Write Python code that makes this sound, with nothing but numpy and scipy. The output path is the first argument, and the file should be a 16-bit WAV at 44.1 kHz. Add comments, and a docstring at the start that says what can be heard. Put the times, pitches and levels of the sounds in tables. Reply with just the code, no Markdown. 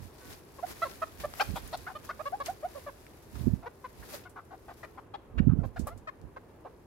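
"""Chickens in a leafy backyard garden

Chickens cluck and pip a few metres away: syrinx pulses and breath noise through throat and beak
resonances. High, rustling hiss swells briefly, often with the clucks. Pecks and stalks tick, and wind
thumps dully on the right microphone. A far hen cries once; shrubs and walls echo faintly over soft air."""
import sys
import numpy as np
from scipy import signal
from scipy.fft import rfft, irfft
from scipy.io import wavfile
from scipy.ndimage import uniform_filter1d

SR = 44100
rng = np.random.default_rng(int(sys.argv[2]) if len(sys.argv) > 2 else 0)


def wav_record(signal):
    """Record a signal, one row per channel, as 16-bit PCM in the file named by sys.argv[1]."""
    frames = np.transpose(np.atleast_2d(signal))
    bounded = np.clip(frames, -1, 1)
    # unit amplitude maps onto the largest positive 16-bit level
    quanta = np.round(bounded * 32767).astype(np.int16)
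    wavfile.write(sys.argv[1], SR, quanta)


N = 302790
TIME = np.arange(N) / SR


def cluck(length_s, db, start_hz, end_hz, throat_hz, beak_hz, beak_db, rough, pan_db,
          width_hz=328, lead_s=0.02, size=4096):
    """Arched glide of syrinx pulses, a noise puff each cycle, through throat and beak resonances."""
    # open-beak overtones: (frequency [Hz], gain [dB])
    open_beak = [(400, 4), (1800, -1), (2600, -9), (3300, -12.5), (4200, -8.5), (5500, -16.5),
                 (8000, -22.5), (15000, -44)]
    progress = np.clip((np.arange(size) / SR - lead_s) / length_s, 0, 1)
    arch = 1 - 0.06 * (2 * progress - 1) ** 2
    pitch_hz = (start_hz + (end_hz - start_hz) * progress) * arch
    jitter = (0.017 + 0.08 * rough) * wander(size, rate_hz=210)
    cycles = np.cumsum(pitch_hz * (1 + jitter)) / SR
    pulses = sum(np.cos(2 * np.pi * k * cycles) for k in range(1, 14)) / 5
    puffs = unit_rms((1.6 + np.exp(-(cycles % 1) / 0.22)) * rng.standard_normal(size))
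    # rough, falling notes start abruptly; rising ones peak later
    skew = 0.85 + np.clip(end_hz / start_hz - 1, -0.15, 0.25) - 0.29 * rough
    envelope = np.maximum(np.sin(np.pi * progress ** skew), 0) ** 0.55
    drive = ((1 - rough) * pulses + rough * puffs) * envelope
    hz = bins_hz(drive)
    throat = resonance(hz, throat_hz, width_hz)
    overtones = gain(-16 + 8 * rough + at_hz(open_beak, hz))  # harsh notes open the beak
    beak = resonance(hz, beak_hz, 0.13 * beak_hz) + overtones
    voice = (throat + gain(beak_db) * beak) / np.sqrt(1 + (450 / (hz + 1)) ** 8)  # small bird: no bass
    # each channel has its own phase and ground bounce
    phase = rng.uniform(-1.2, 1.2, (2, 1))
    bounce_s = rng.uniform(0.0007, 0.003, (2, 1))
    paths = np.exp(1j * phase) * (1 + 0.66 * np.exp(-2j * np.pi * hz * bounce_s))
    note = np.array([unit_rms(channel) for channel in irfft(rfft(drive) * voice * paths)])
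    pan = unit_rms(gain([[pan_db / 2], [-pan_db / 2]]))
    return gain(db) * note * np.sqrt(size / SR / length_s) * pan


def chickens(lead_s=0.02):
    """Clucks, plus pips: near-pure rising notes through a narrow throat resonance, beak nearly shut."""
    # (time [s], length [s], level [dB], glide start [Hz], glide end [Hz], throat resonance [Hz],
    #  beak resonance [Hz], beak gain [dB], roughness [0-1], left minus right [dB])
    clucks = [(0.585, 0.019, -59.5, 584, 484, 785, 3187, -38, 0.16, 2),
              (0.819, 0.028, -38, 658.5, 680, 1120, 3780, -34, 0, -2),
              (0.835, 0.044, -45.5, 622.5, 511, 790, 4180, -24, 0.14, -3),
              (1.018, 0.026, -41.5, 633, 665, 924, 1710, -21, 0.12, -1.5),
              (1.237, 0.0239, -44, 599, 627, 716, 1400, -16, 0.29, -1.5),
              (1.396, 0.024, -38.5, 695.5, 873, 960, 2600, -7, 0.08, 2),
              (1.406, 0.024, -40.5, 795, 845, 970, 4900, -17, 0.83, -1.5),
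              (1.5567, 0.031, -47, 670, 588, 760, 3440, -19, 0.64, 1),
              (1.727, 0.032, -44, 660, 750, 860, 4070, -12, 0.31, 2),
              (1.8647, 0.029, -49.5, 622.4, 912, 1300, 4360, -39, 0.28, 0.5),
              (1.887, 0.042, -52.5, 796, 715, 970, 1603, -15, 0.5, 5),
              (1.952, 0.024, -52, 629, 594, 815, 3300, -23, 0.05, -2),
              (2.09, 0.029, -46, 524.5, 773, 1230, 4640, -31, 0.26, 0.5),
              (2.2555, 0.033, -43, 565, 570, 1000, 4160, -34, 0, 1),
              (2.3998, 0.029, -44.5, 569, 580, 890, 4120, -32, 0.13, 1.5),
              (2.7503, 0.046, -49, 598, 516, 580, 1650, -31, 0.17, -7),
              (2.8646, 0.037, -48, 620, 514, 870, 1657, -32, .07, 1),
              (3.6253, 0.035, -56.5, 675.5, 720, 770, 1989, -25, 0.47, 4),
              (3.658, 0.026, -50.5, 456, 517, 780, 1620, -16, 0.14, 0),
              (3.841, 0.027, -51, 526, 493, 990, 1940, -15, 0.13, 3.5),
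              (4.024, 0.02, -66.5, 518, 603, 1520, 4126, -28, 0.52, 1),
              (4.134, .026, -56.5, 623, 492, 576, 4540, -15, 0.25, -5),
              (4.2524, 0.029, -59.5, 732, 733, 1100, 2895, -32, 0.14, 5),
              (4.36, .048, -51.5, 790, 635, 1120, 1420, -41, 0.43, 2),
              (4.5047, 0.054, -53, 720, 779, 780, 1459, -17, 0.69, 4.5),
              (4.682, 0.049, -52.5, 772, 640, 656, 1650, -16, 0.77, 2),
              (4.8306, 0.029, -54, 675, 566, 740, 1900, -7, 0.56, 6),
              (4.9743, 0.027, -56, 757, 738, 930, 1760, -27, 0.5, 6),
              (5.138, 0.026, -50, 809.6, 807, 910, 3460, -16.5, 0.4, 6.5),
              (5.379, 0.024, -51.5, 702, 575, 1500, 2690, -4.5, 0.58, 2),
              (5.49, .053, -58, 870, 730, 1130, 1630, -30, 0.57, 3),
              (5.587, 0.031, -62.5, 717, 703, 900, 1480, -32, 0.18, 12),
              (5.633, 0.027, -53.5, 521, 536, 720, 1310, -18, 0.43, 0),
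              (5.76, .027, -53, 746, 744, 630, 1660, -4, 0.26, 4),
              (5.868, 0.03, -49, 625.4, 503, 815, 1210, -15, 0.38, 2.5),
              (5.892, 0.0484, -56.5, 618, 741, 910, 1259, -30, 0, 4),
              (6.0724, 0.0277, -49, 673, 523, 1060, 1700, -5, 0.12, 4.5),
              (6.362, 0.023, -56, 554, 518, 910, 1740, -18, 0.42, 0),
              (6.6487, 0.038, -53.5, 584.5, 467, 765, 1210, -40, 0.5, -1.5)]
    # (time [s], length [s], level [dB], glide start [Hz], glide end [Hz], left minus right [dB])
    pips = [(0.627, 0.026, -43, 654, 778, -7), (2.193, 0.028, -47.5, 563, 685, -7),
            (2.322, 0.038, -41, 655, 892, 3.5), (2.472, .042, -41, 570, 856, -4),
            (2.625, 0.045, -40, 549, 810, -1.5)]
    mix = np.zeros((2, N))
    for time_s, *note in clucks:
        add(mix, time_s - lead_s, cluck(*note, lead_s=lead_s))
    for time_s, *note, pan_db in pips:
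        pip = cluck(*note, throat_hz=750, width_hz=165, beak_hz=1580, beak_db=-24, rough=0.15,
                    pan_db=pan_db, lead_s=lead_s)
        add(mix, time_s - lead_s, pip)
    return mix


def ticks(size=6000):
    """Pecks and snapping stalks: broad noise bursts that die at once."""
    # (time [s], peak [dB], band centre [Hz], t60 [s])
    snaps = [(0.328, -36.5, 4000, 0.052), (1.201, -38, 2820, .05), (1.338, -29, 1110, 0.0086),
             (1.676, -36, 10100, 0.024), (1.774, -37.5, 8240, 0.029), (2.404, -42, 8000, 0.011),
             (2.46, -28, 5400, 0.03), (2.466, -31, 1840, 0.025), (3.066, -42, 1890, 0.021),
             (3.355, -40, 1030, 0.061), (4.237, -47, 3020, 0.075), (4.295, -50.5, 9050, 0.13),
             (4.451, -55, 9300, 0.033), (5.793, -38.5, 6700, 0.13), (5.871, -35, 9900, 0.079),
             (5.976, -49.5, 7100, 0.085), (6.215, -51.5, 5000, 0.0069)]
    t = np.arange(size) / SR
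    mix = np.zeros((2, N))
    for time_s, peak_db, hz, t60_s in snaps:
        burst = rng.standard_normal((2, size)) * gain(-60 * t / t60_s)
        snap = bandpass(burst, [0.75 * hz, 1.35 * hz])
        add(mix, time_s, gain(peak_db) * snap / abs(snap).max())
    return mix


def rustling_hiss(gain_db=3.5, flutter_db=0.88, band_grains_per_s=700):
    """Tiny crackles in seven high bands over smooth noise, in brief swells."""
    # (frequency [Hz], density [dB])
    spectrum = [(150, 8), (260, 10.5), (500, 6.5), (880, 5), (1500, 1), (1830, 0.5), (2020, -0.5),
                (3050, -5), (4570, -4), (4940, -4), (8660, -8.5), (11600, -3.5), (15800, -9.5)]
    crackle = np.zeros((2, N))
    edges_hz = np.geomspace(1500, 16000, 8)
    for band_hz in zip(edges_hz, edges_hz[1:]):
        grains = np.zeros((2, N))
        hit = rng.random((2, N)) < band_grains_per_s / SR
        grain_db = 3.4 * np.minimum(rng.exponential(1, hit.sum()), 6)
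        grains[hit] = gain(grain_db) * rng.choice([-1, 1], hit.sum())
        crackle += bandpass(grains, band_hz)
    hiss = unit_rms(crackle) + rng.standard_normal((2, N))
    hiss = unit_rms(equalise(hiss, at_hz(spectrum, bins_hz(hiss))))
    pan = gain([[1], [-1]])
    return hiss * hiss_swells() * gain(gain_db + flutter_db * wander(N, rate_hz=35)) * pan


def hiss_swells(range_db=21.5):
    """Hiss gain: swells, many at the clucks, each climbing and sinking range_db in its rise and fall."""
    # (peak time [s], rise [s], fall [s], relative level [dB])
    swells = [(.04, 0.17, .25, -60), (.32, 0.25, 0.14, -51), (.67, .04, .15, -52.5),
              (0.718, 0.086, 0.027, -48), (.84, 0.56, 0.73, -52.5), (1.205, 0.023, 0.08, -45),
              (1.41, 0.15, 0.19, -46), (1.565, 0.026, 0.056, -45.5), (2.05, 0.027, .1, -53.5),
              (2.28, 0.24, .06, -58.5), (2.471, 0.041, 0.077, -45), (2.79, 0.29, 0.2, -56),
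              (3.362, 0.09, 0.32, -54.5), (4.04, 0.41, 0.15, -59), (4.152, 0.15, 0.085, -45.5),
              (4.82, 0.077, 0.14, -69), (5.66, 0.036, 0.062, -64), (5.8, 0.065, 0.038, -59.5),
              (5.88, .03, 0.065, -58), (5.98, 0.027, 0.06, -72)]
    # faint hiss between swells: (time [s], relative level [dB])
    floor = [(0, -71.5), (.6, -74.5), (1.7, -55), (2.0, -62.5), (3.2, -64.5), (3.75, -74), (4.5, -72.5),
             (4.8, -64), (5.1, -79.5), (6.87, -74)]
    power = gain_curve(*np.transpose(floor)) ** 2
    for peak_s, rise_s, fall_s, db in swells:
        from_peak = np.maximum((peak_s - TIME) / rise_s, (TIME - peak_s) / fall_s).clip(0, 8)
        power += gain(db - range_db * from_peak) ** 2
    return np.sqrt(power)


def wind(attack_s=0.018, release_s=0.024, eddy_db=-1, eddy_cycles=0.63, left_db=-33):
    """Turbulence at the right microphone: puffs of rumble and sharp pressure swings from single eddies."""
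    # (frequency [Hz], density [dB])
    spectrum = [(20, -31), (30, -20), (48, 7), (90, 6.5), (150, -6.5), (240, -5.5), (350, -17.5),
                (600, -25.5), (1500, -51), (5000, -88)]
    # (time [s], hold [s], level [dB])
    gusts = [(0, 0.062, -42.5), (0.275, .03, -50), (0.64, 1.9, -57.5), (1.207, 0.072, -48),
             (1.495, 0.043, -33.5), (1.642, 0.012, -41), (1.78, 0.011, -50), (3.352, 0.14, -36),
             (3.464, 0.073, -29), (3.59, 0.011, -49), (3.999, 0.013, -43.5), (4.13, 0.027, -68),
             (5.382, 0.044, -23), (5.462, 0.2, -28.5), (5.799, 0.044, -29.5), (5.935, 0.04, -42.5),
             (6.241, .012, -39.5)]
    # (time [s], relative level [dB], frequency [Hz])
    eddies = [(1.493, -18.5, 109), (1.504, -22, 195), (1.542, -20.5, 165), (3.413, -20.5, 142),
              (3.472, -9.5, 235), (3.4806, -8, 188), (3.5386, -11, 158), (5.4041, -5, 185),
              (5.474, -3.5, 165), (5.482, -7, 205), (5.499, -6, 114), (5.524, -9.5, 147), (5.536, -9, 196),
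              (5.591, -11, 147), (5.799, -17.5, 218)]
    rumble = unit_rms(equalise(rng.standard_normal(N), at_hz(spectrum, bins_hz(TIME))))
    rumble /= np.sqrt(uniform_filter1d(rumble ** 2, size=1300) + 0.017)  # flatten its own swells
    pressure = np.zeros((1, N))
    for time_s, hold_s, db in gusts:
        before_s, after_s = np.maximum(time_s - TIME, 0), np.maximum(TIME - time_s - hold_s, 0)
        pressure += gain(db) * rumble * np.exp(-before_s / attack_s - after_s / release_s)
    t = np.arange(-SR // 40, SR // 40) / SR
    for time_s, db, hz in eddies:
        swing = np.sin(2 * np.pi * hz * t) / np.cosh(2 * hz * t / eddy_cycles)
        add(pressure, time_s + t[0], gain(db + eddy_db) * swing)
    return pressure * gain([[left_db], [0]])


def far_hen(throat_hz=1400, width_hz=300):
    """One falling, wavering cry; only harmonics near the throat resonance carry."""
    # (time [s], relative level [dB], pitch [Hz])
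    cry = [(.19, -91, 401), (0.22, -60.5, 377), (.3, -62, 374), (.36, -82, 356)]
    time_s, db, pitch_hz = np.transpose(cry)
    hz = np.interp(TIME, time_s, pitch_hz) * (1 + 0.011 * wander(N, rate_hz=80))
    cycles = np.cumsum(hz) / SR
    note = sum(np.cos(2 * np.pi * k * cycles) * resonance(k * hz, throat_hz, width_hz)
               for k in range(2, 7))
    return unit_rms(note) * gain_curve(time_s, db)


def garden_echo(x, tap_chance=1 / 40):
    """Sparse reflections from shrubs and walls, different in each channel."""
    # (frequency [Hz], t60 [s])
    decay = [(200, 0.55), (1000, 0.16), (4000, 0.55), (12000, 0.022)]
    taps = rng.standard_normal((2, SR // 2)) * (rng.random((2, SR // 2)) < tap_chance)
    taps[:, :SR // 300] = 0  # pre-delay
    hz, t, frames = signal.stft(taps, SR, nperseg=256)
    frames = frames * gain(-60 * t / at_hz(decay, hz)[:, None])
    tail = signal.istft(frames, SR, nperseg=256)[1]
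    return signal.fftconvolve(x.mean(0)[None], tail / np.linalg.norm(tail[0]), axes=1)[:, :N]


def air(wash_db=-60, sink_db_per_s=0.05, rumble_db=-57, split_hz=230):
    """Outdoor air: a steady rumble and a soft wash that drifts and slowly sinks."""
    # (frequency [Hz], density [dB])
    spectrum = [(15, -40), (25, -6), (86, -1), (189, -8.5), (403, 7), (691, 0.5), (1040, -0.5), (1360, -7),
                (1680, -8.5), (2260, -15.5), (2660, -16.5), (5230, -35), (5980, -31), (11700, -30.5),
                (15800, -55)]
    # (frequency [Hz], left-right correlation [0-1])
    correlation = [(50, 0.84), (250, 0.93), (700, 0.48), (2000, 0.32), (5000, 0.067), (15000, .1)]
    hz = bins_hz(TIME)
    left, independent = rfft(rng.standard_normal((2, N)))
    shared = at_hz(correlation, hz)
    right = shared * left + np.sqrt(1 - shared ** 2) * independent
    noise = np.array([left, right]) * gain(at_hz(spectrum, hz))
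    lowpass = 1 / (1 + (hz / split_hz) ** 4)
    rumble = unit_rms(irfft(noise * lowpass, N))
    wash = unit_rms(irfft(noise * (1 - lowpass), N))
    drift_db = wander(N, rate_hz=3) - sink_db_per_s * (TIME - TIME.mean())
    return gain(rumble_db) * rumble + gain(wash_db + drift_db) * wash


def gain(db):
    return 10 ** (np.asarray(db) / 20)


def gain_curve(time_s, db):
    """Gain per sample, silent outside the span."""
    return gain(np.interp(TIME, time_s, db, left=-120, right=-120))


def unit_rms(x):
    return x / np.sqrt(np.mean(x ** 2) + 1e-20)


def at_hz(table, hz):
    """Table lookup on a log-frequency axis."""
    knots_hz, values = np.transpose(table)
    return np.interp(np.log(hz + 1), np.log(knots_hz + 1), values)


def bins_hz(x):
    return np.fft.rfftfreq(x.shape[-1], 1 / SR)


def resonance(hz, centre_hz, width_hz):
    return 1 / (1 + ((hz - centre_hz) / width_hz) ** 2)


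def bandpass(x, band_hz):
    return signal.lfilter(*signal.butter(1, band_hz, "band", fs=SR), x)


def equalise(x, bin_db):
    return irfft(rfft(x) * gain(bin_db), x.shape[-1])


def wander(count, rate_hz):
    """Smooth random curve, rms 1."""
    noise = rng.standard_normal(count)
    return unit_rms(irfft(rfft(noise) / (1 + (bins_hz(noise) / rate_hz) ** 4), count))


def add(mix, time_s, sound):
    part = mix[:, max(round(time_s * SR), 0):][:, :sound.shape[-1]]
    part += sound[..., :part.shape[1]]


def scene(echo_db=-16, far_hen_db=-1):
    """Birds and ticks with their echo, over hiss, air and wind."""
    direct = gain(far_hen_db) * far_hen() + chickens() + ticks()
    return direct + gain(echo_db) * garden_echo(direct) + rustling_hiss() + air() + wind()


def record(dry, low_hz=36, high_hz=15900):
    """Bass cut and band limit."""
    bass_cut_db = -10 * np.log10(1 + (low_hz / (bins_hz(dry) + 1)) ** 8)
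    lowpass = signal.firwin(511, high_hz, window=("kaiser", 9), fs=SR)
    return signal.oaconvolve(equalise(dry, bass_cut_db), lowpass[None], "same")


dry = scene()
out = record(dry)
wav_record(out)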